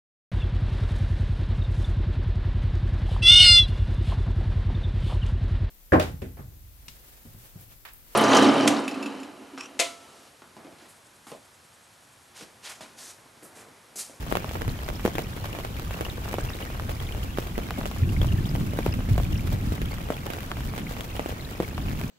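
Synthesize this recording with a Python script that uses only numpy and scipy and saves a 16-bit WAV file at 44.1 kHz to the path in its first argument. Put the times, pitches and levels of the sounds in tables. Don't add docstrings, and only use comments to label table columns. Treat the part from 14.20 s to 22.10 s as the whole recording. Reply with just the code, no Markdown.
import sys
import numpy as np
from scipy import signal
from scipy.fft import rfft, irfft, next_fast_len
from scipy.io import wavfile

SR = 44100
rng = np.random.default_rng(int(sys.argv[2]) if len(sys.argv) > 2 else 0)


def master(y):
    cut = np.clip(np.atleast_2d(y).T, -1, 1)
    pcm = np.round(cut * 32767)
    wavfile.write(sys.argv[1], SR, pcm.astype(np.int16))


N = 348390


# [f/Hz, density/dB]
THUNDER_SPECTRUM = [(10, -15), (25, -12), (42, 3), (105, -5.5), (170, -15.5), (300, -20.5), (700, -45)]
# [t/s, level/dB]
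THUNDER_ROLL = [(0, -33), (0.17, -47), (0.5, -36), (1.15, -42), (1.45, -39.5), (1.75, -34), (2.25, -36),
                (2.45, -40), (2.7, -35), (3.3, -37.5), (5, -40.5), (5.7, -41), (5.97, -43), (6.2, -47),
                (6.8, -38.5), (7.25, -43), (7.9, -48)]
# [f/Hz, density/dB]
FOLIAGE_SPECTRUM = [(150, -3.5), (330, 8.5), (700, 1.5), (1300, 2), (2000, -6.5), (3000, -3.5),
                    (4500, -9.5), (7400, -11.5), (8900, -16.5), (11300, -10.5), (15500, -12.5)]
# [f/Hz, correlation]
MIC_LIKENESS = [(60, 0.94), (160, 0.98), (270, 0.87), (450, 0.92), (740, 0.32), (1220, -0.32), (2000, 0.41),
                (3300, -0.056)]
# [f/Hz, density/dB]
TICK_SPECTRUM = [(700, -26), (1800, -1), (3200, 1), (4500, -2), (7400, -4), (8900, -6.5), (11300, -5),
                 (15500, -2)]
# [t/s, level/dB, bubble f/Hz, pan/dB]
SINGLE_DRIPS = [(0.492, -40, 4180, 1.0), (0.589, -44, 3000.0, 1.0), (0.645, -46, 4970, -0.5),
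                (0.747, -50, 4220.0, 1.0), (0.756, -43, 5340.0, 2.0), (0.876, -44, 5943.0, 9.0),
                (1.038, -47, 5300.0, 2.0), (1.21, -48, 4134.0, 3), (1.329, -37, 2730, -2.0),
                (1.571, -43, 2170, 0), (1.74, -37, 2670, 0), (1.854, -36, 2900, 4),
                (1.899, -37, 3703.0, -0.5), (2.13, -37, 2290, 0.5), (2.204, -39, 1550, 3),
                (2.209, -44, 7500.0, 5.5), (2.288, -37.5, 2730, 0.0), (2.297, -42, 5340.0, 1.0),
                (2.32, -47, 1640, 0), (2.335, -39, 3760, 5), (2.426, -38, 2960, 1), (2.474, -39, 1900, 4),
                (2.694, -50, 3789.0, -6.0), (2.799, -41, 3250, 6), (2.868, -43, 3531.0, 4.5),
                (2.889, -38.5, 2280, 1.0), (2.923, -39, 3060, 4), (3.031, -38.5, 2980, -0.5),
                (3.355, -41, 2000, 2), (3.835, -41, 2410, 0), (3.891, -39, 2780, 0),
                (3.965, -35.5, 2150.0, 3.5), (4.016, -34, 3320, 3), (4.086, -37.5, 3050.0, 3.0),
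                (4.123, -37, 2860, 2.5), (4.183, -40.5, 1750.0, 5.0), (4.254, -38, 3340.0, 2),
                (4.291, -39.5, 4930, 2.0), (4.359, -44, 3010, 0), (4.624, -39, 2370, 3.0),
                (4.724, -39.5, 5100, 0.0), (4.727, -38, 2600, 6.0), (5.033, -44, 3500.0, 3.0),
                (5.05, -39, 2420, -1.5), (5.129, -39, 2900.0, 2.0), (5.156, -38, 2740, 0),
                (5.176, -44, 5460, -2.0), (5.194, -40, 2325, 0), (5.402, -42, 1980, 0),
                (5.653, -42, 3273.0, 2.5), (5.72, -39.5, 2150, 0), (5.775, -42, 1980, 2),
                (5.918, -33, 580, -1), (5.94, -42, 3273.0, 5.5), (5.945, -40, 820, 2), (5.965, -42, 790, 0),
                (5.978, -42, 2550, 1), (6.072, -37, 810, 0), (6.088, -42, 790, 2),
                (6.668, -38, 2239.0, 1.5), (6.956, -44, 3000, 0), (7.209, -43, 4100, 4),
                (7.249, -41, 3850, 7), (7.445, -39, 2200, 5.0), (7.547, -45, 4134, 0.5),
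                (7.684, -37, 2670, 0)]
# [crest t/s, length/s, heave of the sheet level/dB, flutter of its folds level/dB]
TARP_BILLOWS = [(0.47, 0.14, -31.5, -42), (0.976, 0.6, -38, -43.5), (2.246, 0.04, -31, -52),
                (2.895, 0.35, -35.5, -63), (3.618, 0.53, -44, -39), (3.822, 0.085, -25.5, -33.5),
                (3.902, 0.065, -28, -30.5), (4.003, 0.1, -21.5, -32), (4.142, 0.16, -26, -30.5),
                (4.38, 0.22, -28, -30), (4.688, 0.22, -32, -34), (4.764, 0.055, -32, -36),
                (4.862, 0.08, -36, -33), (4.927, 0.062, -21.5, -33), (4.998, 0.093, -24.5, -37),
                (5.12, 0.11, -28, -33.5), (5.318, 0.29, -27.5, -35), (5.47, 0.11, -29, -32.5),
                (5.624, 0.31, -30.5, -35.5), (6.45, 0.13, -31, -35), (6.61, 0.12, -51, -35.5),
                (6.96, 0.1, -38.5, -50), (7.76, 0.38, -31, -34)]
# [f/Hz, density/dB]
HEAVE_SPECTRUM = [(10, -12), (25, 6), (42, 6.5), (100, 9), (130, 4.5), (190, -21), (400, -55)]
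# [f/Hz, density/dB]
FLUTTER_SPECTRUM = [(80, -17), (135, -0.5), (190, -2.5), (270, -7), (380, -16.5), (800, -52)]
# [t/s, peak level/dB, f/Hz]
TARP_SNAPS = [(3.586, -19.5, 264), (3.816, -14.5, 83.4), (3.895, -19.5, 103), (3.902, -26, 234),
              (3.974, -12, 75.5), (4.008, -12.5, 82), (4.095, -14.5, 81), (4.137, -15, 93),
              (4.206, -22.5, 186), (4.34, -16, 123), (4.381, -20, 201), (4.412, -21, 208),
              (4.681, -17.5, 90), (4.909, -14.5, 96), (4.979, -15, 109), (5.133, -16, 75.4),
              (5.332, -18.5, 102), (5.426, -26, 238), (5.472, -20, 175), (7.843, -21, 199)]
# [t/s, pop level/dB, contact/ms, pan/dB, spray level/dB, falling droplets level/dB]
FAT_DROPS = [(0.0663, -26, 0.8, 0, -38, -46), (0.1152, -16, 0.53, -1, -34, -46.5),
             (0.125, -13, 0.8, 14, -20, -51), (0.154, -8.5, 0.57, 1, -20, -30),
             (0.1624, -31, 0.72, -0.5, -31, -38.5), (0.1708, -11, 0.7, -2, -16, -47),
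             (0.2449, -19.0, 0.52, -0.5, -29, -47), (0.282, -28, 1.1, 0.5, -35, -40),
             (0.293, -42, 0.4, -1.5, -26, -37), (0.3121, -20.5, 0.7, -0.5, -31, -49),
             (0.3564, -20, 0.56, -7.5, -31, -48), (0.4124, -23, 0.55, -1, -32, -36),
             (0.4191, -17, 0.87, -3, -21, -42), (0.4496, -28, 0.62, -0.5, -32, -46),
             (0.4799, -19.5, 1.4, -2.5, -21.5, -36.0), (0.5013, -27, 0.66, 1, -31, -42),
             (0.5907, -27, 0.53, -0.5, -39, -42), (0.6636, -28, 0.9, 0.5, -38, -44),
             (0.6822, -25, 0.4, -0.5, -34, -42), (0.6886, -17.5, 0.64, 7, -23.5, -32),
             (0.702, -22, 0.49, -9, -30, -50), (0.796, -30, 0.6, 0.5, -29, -39),
             (0.8523, -5.5, 1.18, 0, -19, -30), (0.8608, -13.5, 0.68, -0.5, -19, -27),
             (0.8777, -12.5, 0.96, 0.5, -25, -33), (0.954, -18.5, 0.85, 1.5, -26, -31),
             (0.9833, -11.5, 0.69, 1.5, -21, -28), (0.992, -17.5, 0.98, -1, -25, -31),
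             (1.166, -25, 1.2, 4, -38, -36), (1.1756, -28, 0.5, 0, -39, -40),
             (1.2451, -26, 0.41, 10, -39, -43), (1.2561, -21, 0.3, -1, -38, -32),
             (1.3501, -20.5, 0.69, -0.5, -34, -34), (1.3672, -27, 0.65, 0, -36, -43),
             (1.3881, -20.5, 0.81, -0.5, -29, -34), (1.4011, -22.5, 0.55, -0.5, -34, -35),
             (1.4492, -16.5, 0.49, 1.5, -31, -33), (1.5675, -51, 0.59, 0.5, -30.5, -49),
             (1.588, -43, 0.64, 0, -32, -39), (1.597, -23, 0.43, -0.5, -22.5, -40),
             (1.649, -44, 0.64, -3, -30, -48), (1.709, -23, 0.66, 0, -32, -32.5),
             (1.81, -14, 0.91, -2.5, -22, -28.5), (1.8262, -27, 0.87, 0.5, -37, -43),
             (1.8504, -20, 0.4, 1, -24, -31.5), (1.866, -24, 0.59, 0, -33, -46),
             (2.1413, -13.5, 0.62, -0.5, -22.5, -32), (2.1846, -12.5, 0.87, 0, -31, -34.5),
             (2.19, -22, 0.52, -2.5, -37, -37), (2.3032, -27, 0.43, 0, -31, -39),
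             (2.3888, -24, 0.22, 2, -39, -45), (2.4054, -30, 0.7, -1.5, -31, -39),
             (2.4147, -31, 0.78, -0.5, -33, -39), (2.434, -29, 0.9, 2, -37, -44),
             (2.5023, -26, 0.75, 0.5, -36, -37), (2.5464, -27, 0.43, 2, -37, -43),
             (2.5978, -17.5, 0.38, -0.5, -29, -42), (2.6223, -25, 1.1, 1.5, -34, -46),
             (2.694, -18.5, 0.73, -2, -28, -30), (2.8028, -45, 0.64, -2.5, -31, -38),
             (2.834, -40, 0.28, 1, -30, -42), (2.9228, -41, 0.55, 0.5, -29, -40),
             (2.9489, -22.5, 0.6, -0.5, -30.0, -45), (2.968, -28, 0.7, 1.5, -36, -48),
             (3.1749, -18, 0.39, -4, -29, -35), (3.1857, -11.5, 1.05, 0, -22, -32),
             (3.2258, -28, 0.8, 1, -37, -37), (3.272, -27, 0.66, 1.5, -31, -38),
             (3.38, -15, 1.03, -10.5, -20, -51), (3.3885, -16.5, 0.89, -1, -34, -38),
             (3.435, -30, 0.88, 1, -35, -37), (3.4884, -25, 0.28, 0.5, -33, -44),
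             (3.5077, -15, 0.37, 0, -23, -40), (3.5837, -25, 0.75, 0.5, -30, -38),
             (3.5887, -22, 1, -1, -34, -37), (3.6127, -19.5, 0.53, -0.5, -34, -43),
             (3.6384, -29, 0.76, -1.5, -41, -44), (3.6571, -18, 0.53, -2, -21.5, -39),
             (3.6637, -25, 1.1, -6, -41, -52), (3.7139, -25, 0.46, 1, -27, -35),
             (3.763, -25.5, 0.5, 0.5, -41, -52), (4.0159, -17.5, 1.05, 1, -28, -32),
             (4.0311, -26, 1.2, 0.5, -23, -45), (4.0458, -19.5, 0.55, 0.5, -36, -51),
             (4.3531, -15.5, 0.58, 1.5, -38, -47), (4.3604, -25, 1.2, -0.5, -39, -49),
             (4.535, -20.5, 0.88, -1, -33, -35), (4.5891, -11, 0.98, 0.5, -36, -29),
             (4.6641, -9.5, 1.07, 0.5, -25, -35), (4.6802, -27, 0.64, 1.5, -34, -52),
             (4.74, -19.5, 0.48, -1.5, -24.5, -36), (4.7913, -24, 0.93, 1, -40, -40),
             (4.806, -25, 0.55, 0, -38, -48), (4.898, -24, 0.76, 2, -27, -45),
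             (4.9799, -13, 0.79, 0.5, -27, -33), (5.0001, -18.5, 0.64, 0.5, -39, -35),
             (5.125, -29, 0.94, 0.5, -37, -48), (5.2745, -24, 0.61, -2, -24.5, -35.5),
             (5.5219, -17.0, 1.2, 2, -29, -40), (5.5532, -39, 0.78, -0.5, -32, -36),
             (5.5804, -26, 1, 0, -43, -47), (5.6177, -20.5, 1.1, -5, -23.5, -33),
             (5.6584, -39, 0.46, -0.5, -27, -45), (5.7841, -32, 0.5, 0.5, -29, -45),
             (5.8882, -22, 0.59, 2, -36, -42), (5.9036, -10, 0.88, 0.5, -30, -30),
             (5.9233, -27, 0.37, 0, -32, -36), (5.968, -32, 0.79, 0.5, -26, -40),
             (6.0664, -23, 0.54, -5, -25, -43), (6.1028, -20, 0.75, -6, -25, -31),
             (6.1357, -22, 0.77, -1.5, -23, -33), (6.2064, -52, 0.41, 1.5, -27, -39),
             (6.2314, -51, 0.6, -2.5, -29, -45), (6.3163, -12.5, 0.33, 0.5, -26, -46),
             (6.3697, -24.5, 0.43, 0.5, -36, -36), (6.4061, -29, 0.32, 0.5, -36, -35),
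             (6.5377, -22.5, 0.54, -0.5, -38, -40), (6.5796, -21, 0.67, -1.5, -25, -34),
             (6.5864, -25, 0.48, -1.5, -30, -33.5), (6.7673, -25, 0.6, 0.5, -30, -38),
             (6.8088, -21, 0.17, 1, -22.5, -43), (6.839, -42, 0.7, -2, -40, -46),
             (6.9656, -31, 0.78, -3, -28, -32), (6.995, -11.5, 0.66, -1, -30, -34),
             (7.0606, -14.5, 0.74, -1.5, -29.0, -34), (7.0936, -21, 0.82, 1, -30, -37),
             (7.1056, -26, 0.36, 1.5, -41, -38), (7.125, -23, 0.95, 1.5, -37, -43),
             (7.314, -30, 0.65, 1, -38, -42), (7.4021, -9, 1.15, 0.5, -26, -40),
             (7.408, -18.5, 0.94, 0.5, -40, -47), (7.4145, -28, 1.3, 0, -40, -45),
             (7.424, -30, 0.73, -7, -26, -35), (7.4306, -18.5, 0.98, 1, -36, -34),
             (7.58, -18, 0.42, 0.5, -33, -36), (7.7508, -32, 0.45, 0.5, -40, -48),
             (7.7898, -46, 0.3, 0, -32, -39), (7.8143, -24, 0.54, 0, -25, -44),
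             (7.8377, -23.5, 0.9, -5, -28, -37)]
# [f/Hz, density/dB]
SPRAY_SPECTRUM = [(400, 19.5), (1500, 16.5), (3200, 15), (4500, 4.5), (7400, 3.5), (8900, -1.5),
                  (11300, 5.5), (15500, 3.5)]

HISS_DB, PATTER_DB = -45, -45.5
LAG_MS_PER_DB, WIDEST_LAG_MS = 0.27, 0.49
LEFT_SHARE, LEFT_LEAD_MS = 0.33, 0.37
TARP_LEAD_MS = 0.35
SLACK_HEAVE_DB, SLACK_FLUTTER_DB = -38.5, -42
SOFT_DRIPS_PER_S, SOFT_DRIP_DB, DRIP_LOW_HZ, DRIP_HIGH_HZ = 6.0, -49.5, 1530, 5000
GROUND_ECHO_S, GROUND_ECHO_DB = 0.00519, -12.5
POP_LEAD_S = 0.001
CUTOFF_HZ = 15700


def from_db(db):
    return 10 ** (np.asarray(db) / 20)


def rms_one(x):
    return x / np.sqrt(np.mean(x ** 2) + 1e-20)


def in_time(rows):
    s, *columns = np.transpose(rows)
    return [np.interp(np.arange(N) / SR, s, column) for column in columns]


def per_bin(points):
    hz, value = np.transpose(points)
    size = next_fast_len(N)
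    bin_hz = np.arange(size // 2 + 1) * SR / size
    return np.interp(np.log(bin_hz + 1), np.log(hz), value)


def filtered(x, gain):
    size = next_fast_len(N)
    return irfft(rfft(x, size) * gain, size)[..., :N]


def coloured(x, spectrum):
    return filtered(x, rms_one(from_db(per_bin(spectrum))))


def diffuse(spectrum):
    alike = np.clip(per_bin(MIC_LIKENESS), -.99, .99)
    gain = from_db(per_bin(spectrum)) * np.sqrt([1 + alike, 1 - alike])
    mid, side = filtered(rng.standard_normal((2, N)), gain)
    return rms_one(np.array([mid + side, mid - side]))


def add(out, s, sound, pan_db, lag_ms):
    stereo = np.broadcast_to(sound, (2, sound.shape[-1]))
    for channel, side, wave in zip(out, (1, -1), stereo):
        start = int(np.clip(round((s - side * lag_ms / 2000) * SR), 0, N))
        piece = wave[:N - start]
        channel[start:start + len(piece)] += piece * from_db(side * pan_db / 2)


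def right_first(sound):
    out = np.zeros((2, N))
    add(out, TARP_LEAD_MS / 1000, sound, 0, -TARP_LEAD_MS)
    return out


def clumps(per_s, depth_db):
    steps = np.clip(rng.standard_normal(1000), -1.7, 1.7)
    wander = np.interp(np.arange(N) / SR * per_s, np.arange(len(steps)), steps)
    return from_db(depth_db * wander)


def shower_of(per_s, spread_db, width_db):
    when, near, size, side, shade, place = rng.random((int(per_s * N / SR), 6)).T
    gain = from_db(spread_db * np.minimum(-np.log(1 - near), 2.9))
    all_round_ms = WIDEST_LAG_MS * np.sin(np.pi * (side - .5))
    lag_ms = np.where(place < LEFT_SHARE, LEFT_LEAD_MS, all_round_ms)
    return zip(when * N / SR, gain, size, width_db * (2 * shade - 1), lag_ms)


def scattered(per_s, size):
    slot, *chances = rng.random((int(per_s * N / SR), size + 1)).T
    return (np.arange(len(slot)) + slot) / per_s, *(2 * np.array(chances) - 1)


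def bubble(hz, cycles, rise=0.013):
    turns = np.arange(SR // 25) / SR * hz
    age = turns / cycles
    ring = np.sin(2 * np.pi * turns * (1 + rise * np.minimum(age, 5) / 2))
    return ring * (1 - np.exp(-turns / 2)) * np.exp(-age)


def pop(contact_ms, sharpness=0.16, trough=0.69, trough_at=0.94, trough_width=0.6, rebound=0.32,
        taut_ms=0.53):
    u = (np.arange(SR // 150) / SR - POP_LEAD_S) / (max(contact_ms, .1) / 1000)
    peak = 1 / np.cosh(np.clip(u / sharpness, -20, 20))
    dent = np.exp(-((u - trough_at) / trough_width) ** 2)
    spring = np.exp(-((u - 2 * trough_at) / trough_width) ** 2)
    tautness = np.exp(-(contact_ms / taut_ms) ** 2)
    return peak - trough * dent + rebound * tautness * spring


def thunder():
    level_db, = in_time(THUNDER_ROLL)
    return right_first(from_db(level_db) * diffuse(THUNDER_SPECTRUM))


def foliage_hiss():
    return from_db(HISS_DB) * clumps(per_s=24, depth_db=0.7) * diffuse(FOLIAGE_SPECTRUM)


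def forest(x, tail_db=-17, t60=0.11, dull_hz=3000):
    t = np.arange(SR // 2) / SR
    echoes = rng.standard_normal((2, len(t))) * from_db(-60 * t / t60)
    echoes *= from_db(tail_db) / np.linalg.norm(echoes[0])
    echoes = signal.sosfilt(signal.butter(1, dull_hz, fs=SR, output="sos"), echoes)
    return x + signal.fftconvolve(x, echoes, axes=-1)[:, :N]


def plinks(per_s=300, spread_db=2.5, centre_hz=2750, octaves=0.22, level_db=-52.0):
    out = np.zeros((2, N))
    for s, gain, size, pan_db, lag_ms in shower_of(per_s, spread_db, width_db=8.0):
        hz = np.clip(centre_hz * (size / (1 - size) + 1e-6) ** octaves, 1100, 8000)
        cycles = rng.uniform(2.5, 12)
        add(out, s, gain * min(1, centre_hz / hz) * bubble(hz, cycles), pan_db, lag_ms)
    return from_db(level_db) * rms_one(out)


def leaf_taps(per_s=80, spread_db=4.0, low_hz=1500, high_hz=7000, treble_db_per_octave=-3.0,
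              level_db=-55.0):
    out = np.zeros((2, N))
    for s, gain, size, pan_db, lag_ms in shower_of(per_s, spread_db, width_db=5.0):
        hz = low_hz * (high_hz / low_hz) ** size
        slope = from_db(treble_db_per_octave * np.log2(hz / low_hz))
        add(out, s, gain * slope * bubble(hz, cycles=2.7), pan_db, lag_ms)
    return from_db(level_db) * rms_one(out)


def ticks(per_s=320, spread_db=2.5, decay_s=0.00064, level_db=-50):
    out = np.zeros((2, N))
    t = np.arange(SR // 100) / SR
    for s, gain, size, pan_db, lag_ms in shower_of(per_s, spread_db, width_db=10):
        age = t / (decay_s * (1.5 + size))
        burst = rng.standard_normal((2, len(t))) * np.sqrt(age) * np.exp(-age)
        add(out, s, gain * burst, pan_db, lag_ms)
    return from_db(level_db) * rms_one(coloured(out, TICK_SPECTRUM))


def patter(per_s=380, spread_db=4.5, shortest_ms=0.24, longest_ms=1.0):
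    out = np.zeros((2, N))
    for s, gain, size, pan_db, lag_ms in shower_of(per_s, spread_db, width_db=5.0):
        contact_ms = shortest_ms * (longest_ms / shortest_ms) ** size
        add(out, s, gain * pop(contact_ms), pan_db, lag_ms)
    return from_db(PATTER_DB) * rms_one(out)


def plip(hz, cycles, wet_db=-15, wet_s=0.0031):
    t = np.arange(SR // 125) / SR
    splash = from_db(wet_db) * rng.standard_normal((2, len(t))) * np.exp(-t / wet_s)
    splash[:, 0] += 1
    ring = signal.fftconvolve(splash, bubble(hz, cycles, rise=0.0017)[None], axes=-1)
    return ring / np.linalg.norm(ring, axis=1, keepdims=True) * np.sqrt(SR / 200)


def near_drips(width_db=5, range_db=3):
    out = np.zeros((2, N))
    when, strength, size, side = scattered(SOFT_DRIPS_PER_S, size=3)
    pitch = DRIP_LOW_HZ * (DRIP_HIGH_HZ / DRIP_LOW_HZ) ** ((1 + size) / 2)
    random_drips = zip(when, SOFT_DRIP_DB + range_db * strength, pitch, width_db * side)
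    for s, drip_db, hz, pan_db in [*SINGLE_DRIPS, *random_drips]:
        add(out, s, from_db(drip_db) * plip(hz, cycles=4), pan_db, LEFT_LEAD_MS)
    return out


def billowing():
    t = np.arange(N) / SR
    power = from_db([[SLACK_HEAVE_DB], [SLACK_FLUTTER_DB]]) ** 2
    for crest_s, length_s, heave_db, flutter_db in TARP_BILLOWS:
        bell = np.exp(-(2 * (t - crest_s) / length_s) ** 2)
        power = power + from_db([[heave_db], [flutter_db]]) ** 2 * bell
    return np.sqrt(power)


def tarp_billows():
    heave, flutter = billowing()
    fits = clumps(per_s=14, depth_db=1.5)
    return right_first(fits * (heave * diffuse(HEAVE_SPECTRUM) + flutter * diffuse(FLUTTER_SPECTRUM)))


def flaps(decay_cycles=0.56):
    out = np.zeros((2, N))
    t = np.arange(SR // 8) / SR
    for s, peak_db, hz in TARP_SNAPS:
        age = t * hz / decay_cycles
        thump = np.sin(2 * np.pi * hz * t) * age * np.exp(1 - age)
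        add(out, s, from_db(peak_db) * thump, 0, -TARP_LEAD_MS)
    return out


def panel_ring(t, low_hz=260, high_hz=760, decay_s=0.012):
    place, strength = rng.random((2, 5, 1))
    hz = low_hz * (high_hz / low_hz) ** place
    modes = (2 * strength - 1) * np.sin(2 * np.pi * hz * t)
    return modes.mean(axis=0) * np.exp(-t / decay_s)


def fat_drops(spray_s=0.00047, spray_lead_s=0.0007, spray_low_hz=900, scatter_db=-3.5, scatter_s=0.013,
              ripple_db=-24, ripple_s=0.0069, ripple_hz=(250, 1600), boom_db=-7.0, boom_delay_s=0.0019,
              echo_stretch=1.39):
    pops, spray, ripples = np.zeros((3, 2, N))
    t = np.arange(SR // 12) / SR
    fine = signal.butter(1, spray_low_hz, "high", fs=SR, output="sos")
    for s, peak_db, contact_ms, pan_db, burst_db, fall_db in FAT_DROPS:
        lag_ms = np.clip(LAG_MS_PER_DB * pan_db, -WIDEST_LAG_MS, WIDEST_LAG_MS)
        add(pops, s - POP_LEAD_S, from_db(peak_db) * pop(contact_ms), pan_db, lag_ms)
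        echo = from_db(peak_db + GROUND_ECHO_DB) * pop(contact_ms * echo_stretch)
        echo_delay_s = GROUND_ECHO_S * (1 + 0.096 * rng.standard_normal())
        add(pops, s - POP_LEAD_S + echo_delay_s, echo, 0, lag_ms)
        boom = from_db(peak_db + boom_db) * panel_ring(t)
        add(pops, s + boom_delay_s, boom, pan_db, lag_ms)

        burst, droplets, waves = rng.standard_normal((3, 2, len(t)))
        burst_shape = 2 * t / spray_s * np.exp(-t / spray_s)
        wet = from_db(burst_db) * signal.sosfilt(fine, burst) * burst_shape
        wet += from_db(fall_db + scatter_db) * rms_one(droplets ** 3) * np.exp(-t / scatter_s)
        add(spray, s - spray_lead_s, wet, pan_db / 2, lag_ms)
        ripple = from_db(peak_db + ripple_db) * waves[0] * np.exp(-t / ripple_s)
        add(ripples, s, ripple, pan_db, lag_ms)
    sheet = signal.butter(1, ripple_hz, "band", fs=SR, output="sos")
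    return pops + coloured(spray, SPRAY_SPECTRUM) + 2 * signal.sosfilt(sheet, ripples)


def scene():
    background = thunder() + foliage_hiss()
    small_drops = clumps(per_s=45, depth_db=4.5) * (ticks() + patter())
    near = plinks() + leaf_taps() + small_drops + near_drips() + fat_drops()
    return background + forest(near) + tarp_billows() + flaps()


def record(dry):
    tilt_db = per_bin([(3000, 0.0), (5500, -1.7), (8200, 2.0), (9700, -3.0), (12000, -2.0), (15500, -3.0)])
    heard = filtered(dry, from_db([tilt_db / 2, -tilt_db / 2]))
    return signal.sosfilt(signal.ellip(12, .1, 80, CUTOFF_HZ, fs=SR, output="sos"), heard)


dry = scene()
out = record(dry)
master(out)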